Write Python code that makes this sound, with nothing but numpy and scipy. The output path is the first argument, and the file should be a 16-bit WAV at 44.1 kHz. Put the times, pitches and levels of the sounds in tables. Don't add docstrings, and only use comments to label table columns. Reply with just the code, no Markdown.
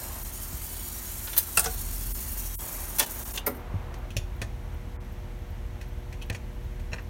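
import sys
import numpy as np
from scipy import signal
from scipy.fft import rfft, irfft
from scipy.io import wavfile
from scipy.ndimage import uniform_filter1d

SR = 44100
rng = np.random.default_rng(int(sys.argv[2]) if len(sys.argv) > 2 else 0)


def store_wav(level_fs):
    pcm = np.round(np.clip(np.atleast_2d(level_fs), -1, 1) * 32767)
    wavfile.write(sys.argv[1], SR, pcm.T.astype(np.int16))


N = 312669
TIME = np.arange(N) / SR
FREQS = np.fft.rfftfreq(N, 1 / SR)
STOP_S, HANDOVER_S = 3.383, 0.27
HUM_HZ = 120


def gain_of(db):
    return 10 ** (np.asarray(db) / 20)


def evened(x):
    return x / np.sqrt(np.mean(x ** 2) + 1e-20)


def sections(order, hz, kind):
    return signal.butter(order, hz, kind, fs=SR, output="sos")


def handover(before_db, after_db):
    progress = np.clip((TIME - STOP_S) / HANDOVER_S, 0, 1)
    return gain_of(before_db + (after_db - before_db) * progress)


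def surge(t, peak_s):
    u = np.maximum(t, 0) / peak_s
    return u * np.exp(1 - u)


def add(mix, start_s, sound):
    part = mix[max(round(start_s * SR), 0):][:len(sound)]
    part += sound[:len(part)]


def coloured(x, colour, peaks=()):
    hz, db = np.transpose(colour)
    shape_db = np.interp(np.log(FREQS + 1), np.log(hz), db)
    for centre_hz, width_hz, height_db in peaks:
        shape_db = shape_db + height_db / (1 + (2 * (FREQS - centre_hz) / width_hz) ** 2)
    return evened(irfft(rfft(x) * gain_of(shape_db), N))


def wander(centre_hz, width_hz):
    response = 1 / (1 + (2 * (FREQS - centre_hz) / width_hz) ** 2)
    return evened(irfft(rfft(rng.standard_normal(N)) * response, N))


def smoothed_noise(length, size):
    return evened(uniform_filter1d(rng.standard_normal(length), size=size))


def cabinet(x, t60_s, wet_db):
    t = np.arange(SR // 2) / SR
    tail = rng.standard_normal(len(t)) * gain_of(-60 * t / t60_s) * (t > .001)
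    return x + gain_of(wet_db) * signal.fftconvolve(x, tail / np.linalg.norm(tail))[:N]


def gears(teeth_per_s=8000, spread_db=2.0, rub=1.2, flutter_db=1.5, chatter_db=1.1, buzz=0.036, shift_db=-1.0):
    # time_s, level_db
    effort_points = [(0, -4), (.7, -1.6), (1.2, -.5), (1.9, -0.5), (2.35, 0), (2.8, -1.2), (3.35, -2)]
    # pitch_hz, density_db_per_hz
    colour = [(200, -12), (400, -4.5), (600, -29), (950, -6.5), (1700, -7.5), (2500, -9.5), (3200, -7.5),
              (4200, -9), (5000, -10.5), (6600, -5.5), (10000, 1), (12900, 2), (16000, 0)]
    # centre_hz, width_hz, height_db
    peaks = [(2640, 200, 0.5), (3550, 400, -2.5), (4450, 960, 3), (5640, 620, 5), (6700, 1000, 5),
             (8100, 260, 1), (10460, 450, -6.5), (11200, 400, 3), (11800, 300, 0.5), (12900, 700, 2.5),
             (14500, 1200, 1)]
    level_db, brake_db_per_s = -36, 800
    strength = gain_of(spread_db * np.minimum(rng.exponential(1, N), 4))
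    teeth = strength * (rng.random(N) < teeth_per_s / SR)
    contact = evened(teeth * rng.choice([-1, 1], N)) + rub * rng.standard_normal(N)
    load = gain_of(flutter_db * wander(13, 26) + chatter_db * wander(55, 120))
    load = load * (1 + buzz * np.sin(2 * np.pi * HUM_HZ * TIME))
    hiss = coloured(travelling(contact), colour, peaks) + mesh()
    dull = signal.sosfiltfilt(sections(2, 4500, "lowpass"), hiss)
    body = signal.sosfiltfilt(sections(2, 10500, "lowpass"), hiss)
    bright = body - dull + (hiss - body) * gain_of(shift_db * wander(12, 25))
    effort = gain_of(np.interp(TIME, *np.transpose(effort_points)))
    drive_db = level_db - brake_db_per_s * np.maximum(TIME - STOP_S, 0)
    return gain_of(drive_db) * (dull + bright * effort * evened(load))


def travelling(x, broad_db=0.76, narrow_db=3.0):
    z = signal.stft(x, nperseg=1024)[2]
    broad, narrow = rng.standard_normal((2, *z.shape))
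    broad = evened(uniform_filter1d(uniform_filter1d(broad, size=12, axis=0), size=6, axis=1))
    narrow = evened(uniform_filter1d(uniform_filter1d(narrow, size=2, axis=0), size=16, axis=1))
    return signal.istft(z * gain_of(broad_db * broad + narrow_db * narrow), nperseg=1024)[1][:N]


def mesh(level_db=-15, width_hz=600, start_hz=8580, rise_hz_per_s=300):
    phase = 2 * np.pi * np.cumsum(start_hz + rise_hz_per_s * TIME) / SR
    whistle = wander(0, width_hz) * np.cos(phase) + wander(0, width_hz) * np.sin(phase)
    return gain_of(level_db) * whistle


def gripper():
    # start_s, strength_db, body_db, hardness_db_per_octave
    hits = [(1.274, -34, -13, -6.5), (1.332, -36, -16, -1), (1.366, -36, -9.5, 3),
            (1.3786, -32.5, -10.5, 7)]
    # pitch_hz, level_db, t60_s before ring
    modes = [(563, 4, 0.14), (885, 1.5, 0.17), (1450, 1, 0.08), (1720, -2.5, 0.11), (3080, -3, 0.088),
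             (3530, -4.5, 0.086), (4080, 3.5, 0.07), (6240, -4, 0.066), (11560, 5, 0.03), (12400, 5, .03),
             (12850, 6, 0.032), (13600, 6, .032), (14150, 3, .03), (15000, 3, .03)]
    # centre_hz, width_hz, level_db
    frame = [(900, 174, 5), (1700, 400, 4), (2380, 260, 1), (5200, 400, -8.5), (7200, 1350, -7),
             (12900, 2800, 6)]
    return blows(hits, modes, frame, ring=0.9, ring_db=-5.5, scatter_db=-3.0,
                 crack_db=6, crack_s=0.00049, rise_s=0.0021, bloom_s=0.0013)


def disc():
    # start_s, strength_db, body_db, hardness_db_per_octave
    hits = [(1.572, -17.5, -14.5, 4), (1.593, -26.5, -9, 7.5), (1.631, -36, -16, -5),
            (1.6415, -29, -11, 4.5)]
    # pitch_hz, level_db, t60_s before ring
    modes = [(457, 8, 0.098), (596, -4, 0.24), (698, -2, 0.45), (840, 1.5, 0.24), (1147, 0.5, 0.11),
             (1350, -1, 0.086), (1425, 2, 0.082), (1464, 4, .07), (1730, -3.5, 0.058), (7878, -7.5, 0.091),
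             (8550, -3.5, 0.076), (8700, -4, 0.063), (9230, -5, .06)]
    # centre_hz, width_hz, level_db
    frame = [(1000, 170, 2), (1410, 410, 12), (2320, 490, -4.5), (2680, 160, 5), (3520, 3100, 1),
             (9200, 530, 8.5)]
    return blows(hits, modes, frame, ring=0.55, ring_db=-1.5, scatter_db=-8.5,
                 crack_db=-20.0, crack_s=0.0011, rise_s=0.0018, bloom_s=0.0024)


def hub():
    # start_s, strength_db, body_db, hardness_db_per_octave
    hits = [(1.572, -20.5, -7, 3.5)]
    # pitch_hz, level_db, t60_s before ring
    modes = [(1380, -1, 0.085), (1560, 1, 0.055), (2606, 2, 0.09), (2730, 5, 0.046), (2830, -3, 0.036)]
    # centre_hz, width_hz, level_db
    frame = [(1450, 400, 3), (2200, 400, -8), (2700, 300, 0)]
    return blows(hits, modes, frame, ring=0.79, ring_db=-0.5, scatter_db=-17,
                 crack_db=-9, crack_s=0.00052, rise_s=0.0012, bloom_s=0.0016)


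def platter():
    # start_s, strength_db, body_db, hardness_db_per_octave
    hits = [(1.658, -27, -7, 0), (1.675, -46, -7, -3)]
    # pitch_hz, level_db, t60_s before ring
    modes = [(243, -4, .13), (463, 6, 0.19), (564, -4, 0.14), (705, -6, 0.19), (757, 2, 0.23),
             (1170, -5, .1), (1310, -14, 0.076), (1400, -9, .1), (1490, -1.5, 0.12), (5700, -2, .06),
             (6000, -8, .08), (6430, -3, .06)]
    # centre_hz, width_hz, level_db
    frame = [(955, 200, 7), (1500, 400, 8.5), (3300, 1600, 1), (6000, 1300, 8.5), (13000, 6000, -10)]
    return blows(hits, modes, frame, ring=0.88, ring_db=0.0, scatter_db=-9.0,
                 crack_db=-12, crack_s=0.0017, rise_s=0.0014, bloom_s=0.00092)


def cam():
    # start_s, strength_db, body_db, hardness_db_per_octave
    hits = [(2.9852, -31.5, -3, 5.5), (2.9945, -27.5, -9, 5.5), (2.9995, -23, -8, -0.5),
            (3.0055, -24.5, -6, -5), (3.018, -35, -0.5, -3), (3.026, -30.5, -4, 0.5),
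            (3.032, -35, -5.5, -8)]
    # pitch_hz, level_db, t60_s before ring
    modes = [(248.5, -7.5, 0.35), (565, 2.5, 0.086), (724, -5, 0.11), (839, -2.5, .17), (930, -6.5, 0.3),
             (1450, -4, 0.089), (1790, -0.5, 0.065), (2660, -4, 0.083), (2980, -15, 0.3), (3395, 1.5, 0.05),
             (4160, -6, .07), (5680, -2, 0.065), (6040, 3, 0.038), (12650, 3, .035)]
    # centre_hz, width_hz, level_db
    frame = [(915, 140, 4), (1270, 247, -2), (3300, 820, 0.5), (4900, 340, -9), (6000, 650, 1),
             (12800, 1800, -1)]
    return blows(hits, modes, frame, ring=0.68, ring_db=-2.5, scatter_db=-3,
                 crack_db=-0.5, crack_s=0.00042, rise_s=0.0011, bloom_s=0.0012)


def switch(slip_body_db=2, slip_hardness_db_per_octave=4.5):
    # start_s, strength_db, body_db, hardness_db_per_octave
    snaps = [(3.3752, -24.5, -16, -6), (3.3835, -36, -3, -14)]
    # start_s, strength_db
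    scrape = [(3.3395, -51), (3.346, -52), (3.355, -49), (3.3605, -42)]
    # pitch_hz, level_db, t60_s before ring
    modes = [(1100, -5, .1), (1556, -8, .08), (2670, -5, 0.084), (2815, -4.5, 0.18), (3046, 1, 0.067),
             (3250, -7, 0.052), (3570, -8, 0.23), (4260, -3, .06), (4460, -2, 0.058), (5400, -6, .06),
             (6250, -2, 0.13), (7050, -1, .06)]
    # centre_hz, width_hz, level_db
    frame = [(1500, 850, -15), (2040, 300, 0), (3200, 820, 2.5), (4400, 500, -1), (5140, 600, -5)]
    slips = [(start_s, db, slip_body_db, slip_hardness_db_per_octave) for start_s, db in scrape]
    return blows(snaps + slips, modes, frame, ring=0.48, ring_db=-0.5, scatter_db=-4.0,
                 crack_db=-0.5, crack_s=0.0011, rise_s=0.0012, bloom_s=0.0012)


def latch():
    # start_s, strength_db, body_db, hardness_db_per_octave
    hits = [(3.464, -46, 3, 7.5), (3.4665, -37.5, 8.5, 4.5), (3.549, -66, 17, 6.5), (3.566, -67, 14, 6)]
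    # pitch_hz, level_db, t60_s before ring
    modes = [(256, -5, 0.38), (286.6, -7, 0.37), (341, -9, 0.26), (374, -7, 0.41), (426, 5, 0.1),
             (475, -8, 0.42), (569, 1, 0.21), (612, 1, .11), (748, -3.5, 0.2), (1025, -5, 0.12),
             (1240, 1.5, 0.13), (1386, 4, 0.12), (1700, -5, .09), (1980, -3.5, 0.23), (2200, 9, 0.058),
             (9300, -12, 0.2), (12020, 5, 0.046), (12000, -11, .12), (12920, 5, .06), (13400, -7, 0.11),
             (14640, -4, .08)]
    # centre_hz, width_hz, level_db
    frame = [(550, 320, -1), (890, 620, 5), (1300, 220, -3), (2140, 280, 14.5), (3220, 1500, 1.5),
             (13000, 2200, 8.5)]
    return blows(hits, modes, frame, ring=0.98, ring_db=1.0, scatter_db=-8.5,
                 crack_db=-4.5, crack_s=0.0027, rise_s=0.0024, bloom_s=0.0057)


def levers():
    # start_s, strength_db, body_db, hardness_db_per_octave
    hits = [(3.9398, -44.5, -2, -2.5), (4.4161, -31, 1.5, -2.5), (5.8123, -42, -3, -2.5),
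            (6.126, -42, -6, -3), (6.2989, -29, -2, -2), (6.347, -36.5, -2, -3.5), (6.796, -49, -1, -2.5)]
    # pitch_hz, level_db, t60_s before ring
    modes = [(540, 5, 0.045), (625, -2, 0.044), (1585, -6, 0.11), (1790, -4, 0.08), (1967, 0, 0.059),
             (2384, -5.5, 0.08), (2558, 6.5, 0.043), (2880, -7, 0.035), (4200, -3, 0.036),
             (5870, -6, 0.039), (6500, -17, 0.042), (310, -4, 0.11), (3100, -5.5, 0.053), (2780, -16, .2),
             (5950, -16, .18), (6700, -14, 0.24)]
    # centre_hz, width_hz, level_db
    frame = [(620, 250, 3), (915, 230, -14), (1370, 430, -10), (1760, 320, 6.5), (2250, 160, 2),
             (2420, 220, 5), (3900, 990, -4.5), (5080, 440, -12), (5750, 1500, 4), (8300, 4600, -1),
             (14000, 8300, -2)]
    return blows(hits, modes, frame, ring=0.89, ring_db=-4.0, scatter_db=-7.0,
                 crack_db=-7.0, crack_s=0.0036, rise_s=0.0018, bloom_s=0.0012)


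def detent():
    # start_s, strength_db, body_db, hardness_db_per_octave
    hits = [(4.1044, -45, -15, -1), (6.2155, -45, -6, -8), (6.2206, -41, -14, -2.5)]
    # pitch_hz, level_db, t60_s before ring
    modes = [(2412, -6, 0.08), (2580, 10, 0.055), (2939, 0, .09), (3190, 4, 0.077), (3530, -15, .08),
             (4200, -4, 0.055), (5975, -3, .07), (6982, -9, 0.06)]
    # centre_hz, width_hz, level_db
    frame = [(1800, 800, -11), (3100, 700, 2), (4830, 600, -12), (8200, 1800, -3), (13400, 1000, 4)]
    return blows(hits, modes, frame, ring=0.86, ring_db=-4.0, scatter_db=-6.0,
                 crack_db=-15.0, crack_s=0.002, rise_s=0.0009, bloom_s=.0008)


def spring():
    # start_s, strength_db, body_db, hardness_db_per_octave
    hits = [(4.1664, -28, -5, -1)]
    # pitch_hz, level_db, t60_s before ring
    modes = [(315, -3, 0.073), (435, 2, 0.064), (545, 8.5, 0.054), (630, 0, 0.064), (1900, 0, 0.038),
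             (2382, -5, 0.044), (2510, 9, 0.03), (2514, -15, 0.32), (3010, -12, 0.15), (3250, -18, 0.21),
             (3560, -18, 0.31), (4570, -21, .28), (5450, -11, 0.089), (5575, -6, .09), (5980, -9, 0.1),
             (6300, -14, 0.12), (6720, -13, .22), (7050, -15, .2), (7450, -13, .1), (9950, -16, .16),
             (10500, -14, .16), (12500, -14, .16)]
    # centre_hz, width_hz, level_db
    frame = [(604, 200, -5), (915, 380, -12), (1340, 710, -15), (2960, 800, 7.5), (3880, 600, -5),
             (4940, 510, -17), (5800, 1100, 8.5), (8000, 1700, -14), (10200, 900, 2.5), (11600, 900, -12),
             (14800, 2000, -8)]
    return blows(hits, modes, frame, ring=0.8, ring_db=-3.5, scatter_db=-8.5,
                 crack_db=-9.0, crack_s=0.0031, rise_s=0.0009, bloom_s=0.00057)


def pawl():
    # start_s, strength_db, body_db, hardness_db_per_octave
    hits = [(6.9175, -47, 7, -3), (6.923, -40, 5, -14), (6.9311, -29, -4, -6), (6.9405, -45, -1, 1.5),
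            (6.96, -42, -1, -16), (6.9832, -35, -1, -24), (6.9905, -42.5, 3, -16)]
    # pitch_hz, level_db, t60_s before ring
    modes = [(614, -5, 0.062), (1530, -9, 0.11), (1623, -7, .1), (1770, -5, 0.069), (1888, -9, 0.079),
             (1970, -5, 0.079), (2400, -5, 0.072), (2590, 0.5, 0.055), (2700, 8.5, 0.019), (4070, -4, 0.05),
             (4340, -8, 0.06), (5350, -5, .04), (5560, 4, 0.036), (6500, -4, .055), (7000, -4, 0.07),
             (8100, -15, .07)]
    # centre_hz, width_hz, level_db
    frame = [(650, 440, 3), (3500, 810, -18), (4800, 770, -17), (12000, 9000, -9)]
    return blows(hits, modes, frame, ring=0.79, ring_db=-1.5, scatter_db=-9,
                 crack_db=-15, crack_s=0.00098, rise_s=0.0012, bloom_s=0.00066)


def blows(hits, modes, frame, ring, ring_db, scatter_db, crack_db, crack_s, rise_s, bloom_s):
    # low_hz, high_hz (capped below), scatter t60_s before ring, level_db
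    bands = [(296.7, 1320, 0.13, -0.5), (1260, 5000, 0.11, 0), (4590, 10600, 0.11, -1),
             (9930, 27500, 0.07, 2.5)]
    rattle_db, loose_hz = 3, 22
    clatter, ringing, t = np.zeros(N), np.zeros(N), np.arange(SR // 4) / SR
    decay = lambda t60_s: gain_of(-60 * t / max(t60_s * ring, .005))
    rise = 1 - np.exp(-t / rise_s)
    crack = gain_of(crack_db) * np.exp(-t / crack_s)
    for start_s, *blow in hits:
        rattle = evened(gain_of(rattle_db * smoothed_noise(len(t), 70)))
        drift = loose_hz * np.cumsum(smoothed_noise(len(t), 130)) / SR
        for low_hz, high_hz, t60_s, trim_db in bands:
            envelope = gain_of(scatter_db) * rise * decay(t60_s) * rattle + crack
            band = sections(3, [low_hz, min(high_hz, SR * .45)], "bandpass")
            burst = signal.sosfilt(band, rng.choice([-1, 1], len(t)) * envelope)
            level = gain_of(force_db(np.sqrt(low_hz * high_hz), *blow) + trim_db)
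            add(clatter, start_s, level * np.sqrt(SR / 2 / (high_hz - low_hz)) * burst)
        for hz, mode_db, t60_s in modes:
            swell = (1 - np.exp(-t / bloom_s)) * (1 - np.exp(-t * hz / 2))
            tone = np.sin(2 * np.pi * (hz * t + drift + rng.random()))
            level = gain_of(force_db(hz, *blow) + mode_db + ring_db)
            add(ringing, start_s, level * swell * decay(t60_s) * tone)
    return walls(framed(clatter, frame)) + ringing


def force_db(hz, strength_db, body_db, hardness_db_per_octave, body_hz=573, middle_hz=2238):
    octaves = np.log2(hz / middle_hz)
    weight = np.clip(octaves / np.log2(body_hz / middle_hz), 0, 1)
    return strength_db + body_db * weight + hardness_db_per_octave * max(octaves, 0)


def framed(x, resonances):
    for hz, width_hz, db in resonances:
        x = x + (gain_of(db) - 1) * signal.lfilter(*signal.iirpeak(hz, hz / width_hz, fs=SR), x)
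    return x


def walls(x):
    # delay_s, level_db
    echoes = [(.0034, -7.5), (.0052, -12.5), (.0084, -24)]
    out, bright = x.copy(), signal.sosfilt(sections(2, 3000, "highpass"), x)
    for delay_s, db in echoes:
        add(out, delay_s, gain_of(db) * bright)
    return out


def thumps(swell_s=0.01):
    # start_s, level_db, pitch_hz
    jolts = [(0.531, -29.5, 63.4), (1.574, -40, 166), (1.66, -40, 158), (3.741, -22, 97),
             (4.164, -24.5, 103), (4.417, -27.5, 108), (6.3, -26, 104), (6.929, -32.5, 123.5)]
    # pitch_hz, level_db, t60_s
    panel_modes = [(147, -4, 0.081), (173, -13, 0.12), (231, -21, 0.094), (291, -24, 0.12)]
    out, t = np.zeros(N), np.arange(SR // 4) / SR
    panels = sum(gain_of(mode_db - 60 * t / t60_s) * np.sin(2 * np.pi * mode_hz * t)
                 for mode_hz, mode_db, t60_s in panel_modes)
    for start_s, db, hz in jolts:
        swing = surge(t, swell_s) * np.sin(2 * np.pi * hz * t)
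        add(out, start_s, -gain_of(db) * (swing + panels))
    return out


def whir(throb=0.12):
    # start_s, end_s
    labours = [(0, 0.21), (2.6, 4.08)]
    # pitch_hz, density_db_per_hz
    colour = [(150, -7), (260, 1.5), (400, -3), (600, 2.5), (900, 2), (1400, -4), (2300, -12),
              (3500, -20.5), (5000, -29), (9000, -49)]
    level_db, labour_db, ramp_s = -55.5, 7.5, 0.041
    coast_s, coast_db_per_s = 4.45, 3
    labour = sum(np.clip(.5 + np.minimum(TIME - start_s, end_s - TIME) / ramp_s, 0, 1)
                 for start_s, end_s in labours)
    drive_db = level_db + labour_db * labour - coast_db_per_s * np.maximum(TIME - coast_s, 0)
    return gain_of(drive_db) * coloured(rng.standard_normal(N), colour) * (1 + throb * wander(45, 60))


def wheel(level_db=-58.5, first_s=0.18, turn_s=0.38, peak_s=0.0045, uneven_db=-1.0):
    # pitch_hz, density_db_per_hz
    colour = [(9000, -30), (12000, -14), (13300, 1.5), (14800, -4), (16000, -7)]
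    contact = sum(gain_of(uneven_db * rng.uniform(-1, 1)) * surge(TIME - start_s, peak_s)
                  for start_s in np.arange(first_s, N / SR, turn_s))
    return gain_of(level_db) * contact * coloured(rng.standard_normal(N), colour)


def turntable(sway_hz=41.14, sway_width_hz=8, waver=0.095, shaken_db=-6, bed_db=-52.5):
    # start_s, level_db, build_up_s
    rockings = [(0, -40.5, 0.18), (1.5, -35, 0.41), (4.1, -38.5, 0.35), (6.3, -40, .35)]
    # pitch_hz, density_db_per_hz
    rumble_colour = [(18, -48), (28, -30.5), (34, -42), (45, -0.5), (62, 5.5), (85, 3.5), (100, -5),
                     (130, -9.5), (155, -15), (200, -10), (250, -18.5), (330, -22), (500, -48.5)]
    # pitch_hz, density_db_per_hz
    bed_colour = [(180, -6), (300, -5), (440, -10.5), (600, -9), (900, -7.5), (1200, -14), (2100, -11.5),
                  (3200, -18), (4900, -25), (8000, -31), (11000, -26.5), (16000, -40)]
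    # centre_hz, width_hz, height_db
    bed_peaks = [(2470, 432, -2), (3720, 500, -0.5), (4900, 360, -5), (6100, 1400, 4), (10600, 700, -19),
                 (12450, 300, 12), (15550, 150, 2)]
    # running_db (changer running), after_db
    hum_levels = [(-64, -49), (-58.5, -60.5), (-58.5, -57), (-68, -58.5), (-74, -63), (-85.5, -67.5)]
    rocking = sum(gain_of(db) * surge(TIME - start_s, build_s) for start_s, db, build_s in rockings)
    rumble_level = np.hypot(handover(-42.5, -40), gain_of(shaken_db) * rocking)
    rumble = rumble_level * coloured(rng.standard_normal(N), rumble_colour)
    swing = signal.hilbert(wander(sway_hz, sway_width_hz))
    stiffened = evened(swing.real / (abs(swing) + 1.5))
    sway = np.hypot(handover(-43.5, -39.5), rocking) * stiffened
    air = cabinet(rng.standard_normal(N), t60_s=0.51, wet_db=-17.5)
    bed = gain_of(bed_db) * coloured(air, bed_colour, bed_peaks)
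    hum = np.zeros(N)
    for multiple, (running_db, after_db) in enumerate(hum_levels, 1):
        tone = np.sqrt(2) * np.sin(2 * np.pi * (multiple * HUM_HZ * TIME + rng.random()))
        hum += handover(running_db, after_db) * (1 + waver * wander(0, 4.3)) * tone
    return rumble + sway + bed + hum


def dipped(x, top_hz=8900):
    # centre_s, half_length_s, lower_edge_hz, depth_db, top_treble_depth_db
    dips = [(0.24, 0.0066, 400, 9, 0), (2.137, 0.01, 400, 14, 0), (2.573, 0.016, 220, 32, -1),
            (3.057, 0.005, 500, 5, 13), (3.245, 0.0072, 400, 15, 1), (3.33, 0.0077, 400, 13, 1),
            (4.985, 0.016, 2420, 37, 15), (6.316, 0.0092, 2500, 11, 32)]
    above = lambda hz: signal.sosfiltfilt(sections(3, hz, "highpass"), x)
    top, out = above(top_hz), x
    for centre_s, half_s, edge_hz, depth_db, top_depth_db in dips:
        shape = np.exp(-np.minimum(((TIME - centre_s) / half_s) ** 2, 10) ** 2)
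        out = out - (1 - gain_of(-depth_db * shape)) * (above(edge_hz) - top)
        out = out - (1 - gain_of(-top_depth_db * shape)) * top
    return out


def scene():
    knocks = gripper() + disc() + hub() + platter() + cam() + switch()
    knocks += latch() + levers() + detent() + spring() + pawl()
    machine = gears() + cabinet(knocks, t60_s=0.24, wet_db=-14.0) + thumps()
    return dipped(machine + whir() + wheel() + turntable())[None]


def record(dry, edge_hz=16000):
    heard = signal.sosfilt(sections(6, 33, "highpass"), dry)
    return signal.oaconvolve(heard, signal.firwin(255, edge_hz, window=("kaiser", 9), fs=SR)[None], "same")


dry = scene()
out = record(dry)
store_wav(out)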